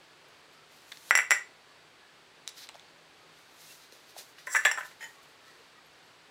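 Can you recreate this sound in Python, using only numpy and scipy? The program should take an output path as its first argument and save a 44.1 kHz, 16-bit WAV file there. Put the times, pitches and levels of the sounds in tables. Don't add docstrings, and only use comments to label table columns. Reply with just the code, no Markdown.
import sys
import numpy as np
from scipy import signal
from scipy.fft import rfft, irfft
from scipy.io import wavfile

SR = 44100
rng = np.random.default_rng(int(sys.argv[2]) if len(sys.argv) > 2 else 0)


def gain_from_db(level_db):
    decades = np.asarray(level_db, float) / 20
    return 10 ** decades


def generate_wav(sig):
    pcm = np.round(np.clip(np.atleast_2d(sig).T, -1, 1) * 32767).astype(np.int16)
    wavfile.write(sys.argv[1], SR, pcm)


N = 277830


def rms_one(x):
    return x / np.sqrt(np.mean(x ** 2) + 1e-20)


def peak_one(x):
    return x / np.abs(x).max()


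def add(out, s, wave):
    i = round(s * SR)
    out[i:i + len(wave)] += wave[:N - i]


def coloured(points, size=N):
    hz, db = np.transpose(points)
    grid = np.maximum(np.arange(size // 2 + 1) * SR / size, 1)
    gain = gain_from_db(np.interp(np.log(grid), np.log(hz), db, left=-90, right=-90))
    return rms_one(irfft(rfft(rng.standard_normal(size)) * gain, size))


def drift(rate_hz):
    r = np.exp(-2 * np.pi * rate_hz / SR)
    noise = rng.standard_normal(N + SR)
    return rms_one(signal.lfilter([1], [1, -2 * r, r * r], noise)[SR:])


def ringing(modes, spread_db, tilt_db=0, detune=0.015, flipped=0, count=1):
    hz, db, t60 = np.transpose(np.repeat(modes, count, axis=0))[:, :, None]
    t = np.arange(SR // 5) / SR
    db = db + spread_db * rng.standard_normal(hz.shape) + tilt_db * np.log2(hz / 1800)
    hz = hz * (1 + detune * rng.standard_normal(hz.shape))
    sense = np.where(rng.random(hz.shape) < flipped, -1, 1)
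    envelope = gain_from_db(db - 60 * t / np.maximum(t60, .003))
    return peak_one(np.sum(sense * envelope * np.sin(2 * np.pi * hz * t), axis=0))


def contact(length_ms):
    length_ms = max(length_ms, .05)
    t = np.arange(SR // 30) / SR * 1000 / length_ms
    force = rng.standard_normal(len(t)) * (t + 0.44) * np.exp(-t) * 0.135
    force[0] += 1.57 / length_ms ** 2
    return force


# f/Hz, level/dB per Hz
HISS_COLOUR = [(20, -26), (45, -18), (90, -11.5), (135, -6.5), (200, -12), (250, -6.5), (400, -3),
               (600, -4.5), (1700, -5), (4500, -10), (5600, -16), (8200, -22), (12000, -27.5), (16200, -33)]
# f/Hz, sharpness, share
HISS_HUMPS = [(4580, 28, 0.28), (7960, 18, 0.59)]


def background():
    hum_hz = 161 + 2.9 * drift(2.44)
    hum = np.sin(2 * np.pi * np.cumsum(hum_hz) / SR) * gain_from_db(-76 + 3.9 * drift(4.0))
    sway_db = .4 * drift(3)
    plain = coloured(HISS_COLOUR)
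    hiss = plain
    for hz, sharpness, share in HISS_HUMPS:
        hiss = hiss + share * signal.lfilter(*signal.iirpeak(hz, sharpness, fs=SR), plain)
    return gain_from_db(-58 + sway_db) * hiss + hum


# t/s, peak level/dB, f/Hz, crack level/dB
TICKS = [(0.9194, -31, 3500, -9), (0.972, -36.5, 4400, -10), (2.4714, -45, 3970, -14),
         (2.4768, -21.5, 3880, -6), (2.6713, -41, 3870, -16), (2.6897, -33, 4060, -4.5),
         (2.744, -43, 3440, -12), (2.754, -42, 4430, -12), (2.7594, -51, 6500, -12), (2.765, -52, 5440, -8),
         (2.7794, -56, 13000, -6), (2.796, -40, 3520, -12), (2.886, -50, 4300, -17),
         (3.4344, -54, 2250, -8), (3.9236, -40, 4250, -10), (3.9544, -59, 2250, -10),
         (3.9674, -52, 3960, -7), (0.285, -56, 13800, -8), (0.82, -53, 8000, -10), (5.232, -57, 3800, -8),
         (5.482, -47, 3980, -10)]
# t/s, peak level/dB, f/Hz
TAPS = [
    (0.9181, -36.5, 2020),
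    (0.9224, -34.5, 1680),
    (0.9228, -30, 3650),
    (0.972, -41, 1800),
    (2.6893, -36, 2100),
    (2.695, -38, 2820),
]
# t/s, peak level/dB, f/Hz
THUDS = [
    (2.694, -35.5, 860),
    (2.747, -39, 700),
    (2.755, -32, 685),
    (3.925, -35, 457),
    (4.164, -31.5, 670),
    (4.189, -33, 455),
    (4.209, -41, 670),
]


def ticks(rows, t60_ms):
    out, t = np.zeros(N), np.arange(SR // 50) / SR
    t60 = t60_ms / 1000
    for s, peak_db, hz, crack_db in rows:
        modes = [(hz * 0.637, -11, t60), (hz, 0, t60), (hz * 1.202, -5, t60)]
        crack = coloured([(800, -41), (3000, -18), (6000, 15.0), (10000, 2), (16000, -9)], size=len(t))
        add(out, s, gain_from_db(peak_db) * ringing(modes, 1.1, flipped=0.44))
        add(out, s, gain_from_db(peak_db + crack_db - 60 * t / 0.0071) * crack)
    return out


def small_things():
    crack_db = -27
    taps = [(*row, crack_db) for row in TAPS]
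    thuds = [(*row, crack_db) for row in THUDS]
    return ticks(TICKS, t60_ms=9.1) + ticks(taps, t60_ms=9.5) + ticks(thuds, t60_ms=13)


# f/Hz, level/dB per Hz
RUB_COLOUR = [(2650, -38), (4500, -17), (5170, -4.5), (6490, 0.5), (8780, -4), (11100, -3), (12000, -2.5),
              (14500, -5.5), (16000, -13)]
# t/s at the top, level/dB, swell/s, fade/s, dull part level/dB
STROKES = [(0.766, -67, 0.16, 0.15, 1), (0.92, -61.5, 0.12, .2, -6), (1.106, -54, 0.19, 0.011, -2),
           (2.492, -50.5, 0.013, 0.0082, 7), (2.58, -54.5, 0.034, 0.097, 2),
           (2.64, -58.5, 0.09, 0.035, 8.5), (3.398, -73, 0.11, 0.093, 6), (3.61, -62, 0.047, .3, 0.5),
           (3.73, -57.5, 0.34, 0.12, -3), (3.84, -68, .1, .1, 6.5), (3.93, -62.5, 0.024, 0.17, 1),
           (4.104, -63, 0.088, 0.11, 2), (4.184, -45.5, 0.022, 0.078, -0.5), (4.39, -62.5, .03, 0.17, 6.5),
           (4.6, -54, 0.011, 0.037, -8), (4.645, -53, 0.032, 0.011, -1), (4.79, -51, .01, 0.062, -6),
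           (4.856, -56, 0.032, 0.13, -1), (5.016, -56.5, 0.022, 0.21, -5), (5.47, -69, .11, .35, 5)]
# t/s at the
# top, level/dB, length/s
FAINT_STROKES = [
    (0.29, -75, .08),
    (0.388, -73, .05),
    (0.532, -69, .06),
    (0.72, -70, .05),
    (2.75, -73, 0.076),
    (4.294, -65, 0.1),
    (4.47, -45.5, .015),
    (5.233, -67, 0.046),
    (5.29, -69, .05),
]


def hands():
    grain = gain_from_db(0.5 * drift(55) + 0.35 * drift(490))
    bright = coloured(RUB_COLOUR)
    dull = coloured([(1300, -15), (3100, -12), (3900, -5.5), (5000, -9.0), (6500, -14.5)])
    t, out = np.arange(N) / SR, np.zeros(N)
    faint_strokes = [(s, db, 0.32 * length, length, -11) for s, db, length in FAINT_STROKES]
    for s, db, swell, fade, dull_db in STROKES + faint_strokes:
        near = slice(max(int((s - 2 * swell) * SR), 0), int((s + 2 * fade) * SR))
        away = np.maximum((s - t[near]) / swell, (t[near] - s) / fade)
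        gain = gain_from_db(db - 20 * away)
        out[near] += gain * (bright[near] + gain_from_db(dull_db) * dull[near])
    return grain * out


# t/s, f/Hz, level/dB, length/s
FAR_TONES = [(0.607, 1320, -71, 0.089), (1.7, 1150, -69.5, 0.056), (1.72, 1700, -75, 0.069),
             (2.044, 1700, -67, 0.1), (3.238, 1250, -71, 0.1), (3.617, 2155, -63, 0.034),
             (3.712, 2720, -65, .04), (5.175, 1110, -71, 0.1), (5.472, 1310, -69, 0.11),
             (5.501, 1780, -70, 0.18), (5.506, 1930, -64.5, 0.055), (5.6, 466, -71, 0.038),
             (5.755, 1240, -68.5, 0.089), (5.773, 1920, -73, 0.092)]
# t/s, start f/Hz, end f/Hz, level/dB, length/s
CHIRPS = [
    (3.193, 11800, 11300, -82, 0.076),
    (3.383, 11700, 11200, -81, 0.067),
    (5.67, 11500, 11300, -85, .05),
    (5.85, 11800, 11200, -84, 0.13),
    (6.06, 11700, 11440, -82, .05),
]


def far_sounds():
    t, out, waver = np.arange(N) / SR, np.zeros(N), gain_from_db(6.0 * drift(41))
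    far_tones = [(s, hz, hz, db, length) for s, hz, db, length in FAR_TONES]
    for s, start_hz, end_hz, db, length in far_tones + CHIRPS:
        near = np.abs(t - s) < 2 * length
        u = t[near] - s
        phase = 2 * np.pi * ((start_hz + end_hz) / 2 * u + (end_hz - start_hz) / length * u ** 2 / 2)
        out[near] += gain_from_db(db + 5.0) * np.exp(-4 * (u / length) ** 2) * np.sin(phase)
    return out * waver


# f/Hz, level/dB, t60/s
BOWL_LOW = [(520, -47, 0.01), (810, -27, 0.035), (960, -29, 0.012), (1150, -36, 0.026), (1390, -31, 0.036),
            (1436, 4.5, 0.036), (1586, 7, 0.05), (1780, 6, 0.053), (1920, 10, 0.07), (1988, 13, 0.046),
            (2150, 0.5, 0.063), (2314, 3.5, 0.081), (2640, -7, 0.068), (3150, -34, 0.013),
            (3480, -32, 0.042)]
# f/Hz, level/dB, t60/s
GRIPPED_LOW = [(610, -24, 0.019), (845, -36, 0.029), (1020, -6.5, 0.04), (1347, -2.5, 0.026),
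               (1555, -0.5, 0.023), (1600, -8, 0.024), (1780, 8, 0.025), (1920, 3, 0.019),
               (2020, -2, 0.037), (2260, -6.5, 0.029), (2567, -7.5, 0.017), (2860, -11.5, 0.012),
               (3420, -10.5, 0.013), (3590, -16, 0.0088)]
# f/Hz, level/dB, t60/s
BOWL_HIGH = [(4200, -15, 0.0019), (5200, -12.5, 0.0087), (5700, -0.5, 0.059), (5800, 4, 0.017),
             (6770, -11, 0.0052), (6940, -2, 0.015), (7490, 4, 0.062), (7510, 5, 0.029), (7830, -2, 0.011),
             (9440, -16.5, 0.0074), (10300, -1.5, 0.019), (10300, -2, 0.0024), (13100, -8.5, 0.027),
             (13300, -22, 0.0072), (14560, -18.5, .016)]
# f/Hz, level/dB per Hz
CLATTER = [(2200, -34), (3600, -14), (5000, -3.5), (9000, 5.5), (13000, -6), (16000, 3)]
# t/s, peak level/dB, low ring tilt/dB per octave, high ring level/dB
KNOCKS = [
    (1.1083, 2, -16, -25),
    (1.1522, -1, 14, -17),
    (1.174, -7.5, 12, -10.5),
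    (1.1882, -4.5, 19, -34),
    (1.1963, -11.5, -14, -37),
    (1.307, -3, 9, -10),
    (1.3154, -4, 9, -13.5),
    (1.3204, -4.5, 10, -32),
]
# t/s, peak level/dB
REBOUNDS = [
    (1.2065, -44),
    (1.217, -47),
    (1.274, -56),
    (1.3024, -36),
]
# t/s, peak level/dB, low ring tilt/dB per octave, high ring level/dB
BUMPS = [(4.3826, -37, 18, -27), (4.4705, -21, -17, -32), (4.5476, -11, 0, -24), (4.5565, -12.5, -4, -16.5),
         (4.5636, -9.5, -2.5, -25), (4.6501, -8.5, 22, -16.5), (4.6532, -3.5, 5, -42),
         (4.6581, -12.5, 0, -16), (4.6641, -12, 7, -39), (4.7131, -13, 2, -13.5),
         (4.7739, -19.5, -13.5, -23), (4.7824, -20, -12, -30), (4.807, -22.5, -8, -33),
         (4.8309, -30, -5, -32), (4.8483, -33, -30, -30)]
# t/s, peak level/dB
HELD_REBOUNDS = [
    (4.4755, -42),
    (4.5763, -38),
    (4.5861, -32),
    (4.636, -30),
    (4.6754, -25),
    (4.682, -27.5),
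    (4.699, -37),
    (4.723, -34),
    (4.7435, -29),
    (4.9114, -39),
]


def bowl(blows, rebounds, rebound_high_db, length_ms, low_modes, flipped, clatter_db):
    out = np.zeros(N)
    soft = signal.butter(4, 3100, fs=SR, output="sos")
    fade = gain_from_db(-60 * np.arange(SR // 10) / SR / 0.042)
    light_blows = [(s, db, 6, rebound_high_db) for s, db in rebounds]
    for s, peak_db, tilt_db, high_db in blows + light_blows:
        force = contact(length_ms)
        wall = ringing(low_modes, 3.0, tilt_db, detune=.02, flipped=flipped, count=2)
        low = peak_one(signal.fftconvolve(wall, signal.sosfilt(soft, force)))
        rim = ringing(BOWL_HIGH, 2.0, detune=.013, flipped=.3, count=4)
        high = peak_one(signal.fftconvolve(rim, force))
        puff = fade * coloured(CLATTER, size=len(fade))
        arrival = s + .0006
        add(out, arrival, gain_from_db(peak_db - 3.0) * (low + gain_from_db(high_db + 7) * high))
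        add(out, arrival, gain_from_db(peak_db + high_db + clatter_db) * puff)
    return out


def knocked_bowl():
    return bowl(KNOCKS, REBOUNDS, rebound_high_db=0, length_ms=0.15, low_modes=BOWL_LOW,
                flipped=0, clatter_db=-16.5)


def held_bowl():
    return bowl(BUMPS, HELD_REBOUNDS, rebound_high_db=-20, length_ms=1.9, low_modes=GRIPPED_LOW,
                flipped=.3, clatter_db=-12.0)


# t/s, wall pressure level/dB, rim slip level/dB
DRAG = [
    (4.472, -37, -52),
    (4.536, -36, -27),
    (4.548, -22, -40),
    (4.564, -19, -27.5),
    (4.6, -60, -57),
]


def drag_gain(column):
    rows = np.array(DRAG)
    gain = gain_from_db(np.interp(np.arange(N) / SR, rows[:, 0], rows[:, column], left=-150, right=-150))
    return signal.lfilter([.008], [1, -.992], gain)


def drag():
    strength = rng.standard_normal(N) * gain_from_db(1.2 * rng.exponential(1, N))
    slips = strength * (rng.random(N) < 5000 / SR)
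    wall = ringing(GRIPPED_LOW, 2.2, flipped=.3)
    rim = ringing(BOWL_HIGH, 2.1, detune=0.015, flipped=.3, count=4)
    low = rms_one(signal.fftconvolve(slips, wall)[:N])
    high = rms_one(signal.fftconvolve(slips, rim)[:N]) + gain_from_db(-6) * coloured(CLATTER)
    return gain_from_db(-8.5) * (low * drag_gain(column=1) + high * drag_gain(column=2))


# t/s, peak level/dB
CLINKS = [
    (5.008, -31),
    (5.015, -29.5),
    (5.027, -28.5),
    (5.04, -27),
    (5.059, -40),
]
# f/Hz, level/dB, t60/s
GLASS = [(890, -4, 0.08), (1887, 2, 0.095), (2030, -1, 0.014), (3030, -12, 0.088), (5140, -17, 0.13),
         (6500, -19, .02), (6880, -7, 0.028)]


def glass():
    out = np.zeros(N)
    for s, peak_db in CLINKS:
        ring = signal.fftconvolve(ringing(GLASS, 3.5, detune=0.0016), contact(length_ms=2.6))
        add(out, s, gain_from_db(peak_db - 5.0) * peak_one(ring))
    return out


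# band edge f/Hz, t60/s
ROOM = [(150, 0.26), (1000, 0.27), (3000, 0.24), (6000, 0.24), (11000, 0.2), (16000, .15)]


def kitchen(x):
    t, tail = np.arange(SR // 2) / SR, 0
    for (low_hz, t60), (high_hz, _) in zip(ROOM, ROOM[1:]):
        band = signal.butter(2, [low_hz, high_hz], "band", fs=SR, output="sos")
        tail = tail + signal.sosfilt(band, rng.standard_normal(len(t))) * gain_from_db(-60 * t / t60)
    tail = tail * np.clip((t - .003) / 0.0012, 0, 1)
    return signal.fftconvolve(x, tail / np.sqrt(np.sum(tail ** 2)))[:N]


def scene():
    heavy = knocked_bowl() + held_bowl() + drag() + glass()
    light = small_things()
    wet = kitchen(gain_from_db(-7) * heavy + gain_from_db(-11.5) * light)
    near = signal.sosfilt(signal.butter(2, [420], "high", fs=SR, output="sos"), heavy + light + wet)
    near = signal.sosfilt(signal.butter(1, [900], "high", fs=SR, output="sos"), near)
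    return (near + hands() + far_sounds() + background())[None]


def roll_off(x):
    return signal.sosfilt(signal.butter(12, 15740, fs=SR, output="sos"), x)


def record(dry):
    dip = dry - 0.61 * signal.lfilter(*signal.iirpeak(11850, 11.0, fs=SR), dry)
    cut = signal.sosfilt(signal.cheby2(14, 50, 16480, fs=SR, output="sos"), dip)
    return roll_off(cut)


dry = scene()
out = record(dry)
generate_wav(out)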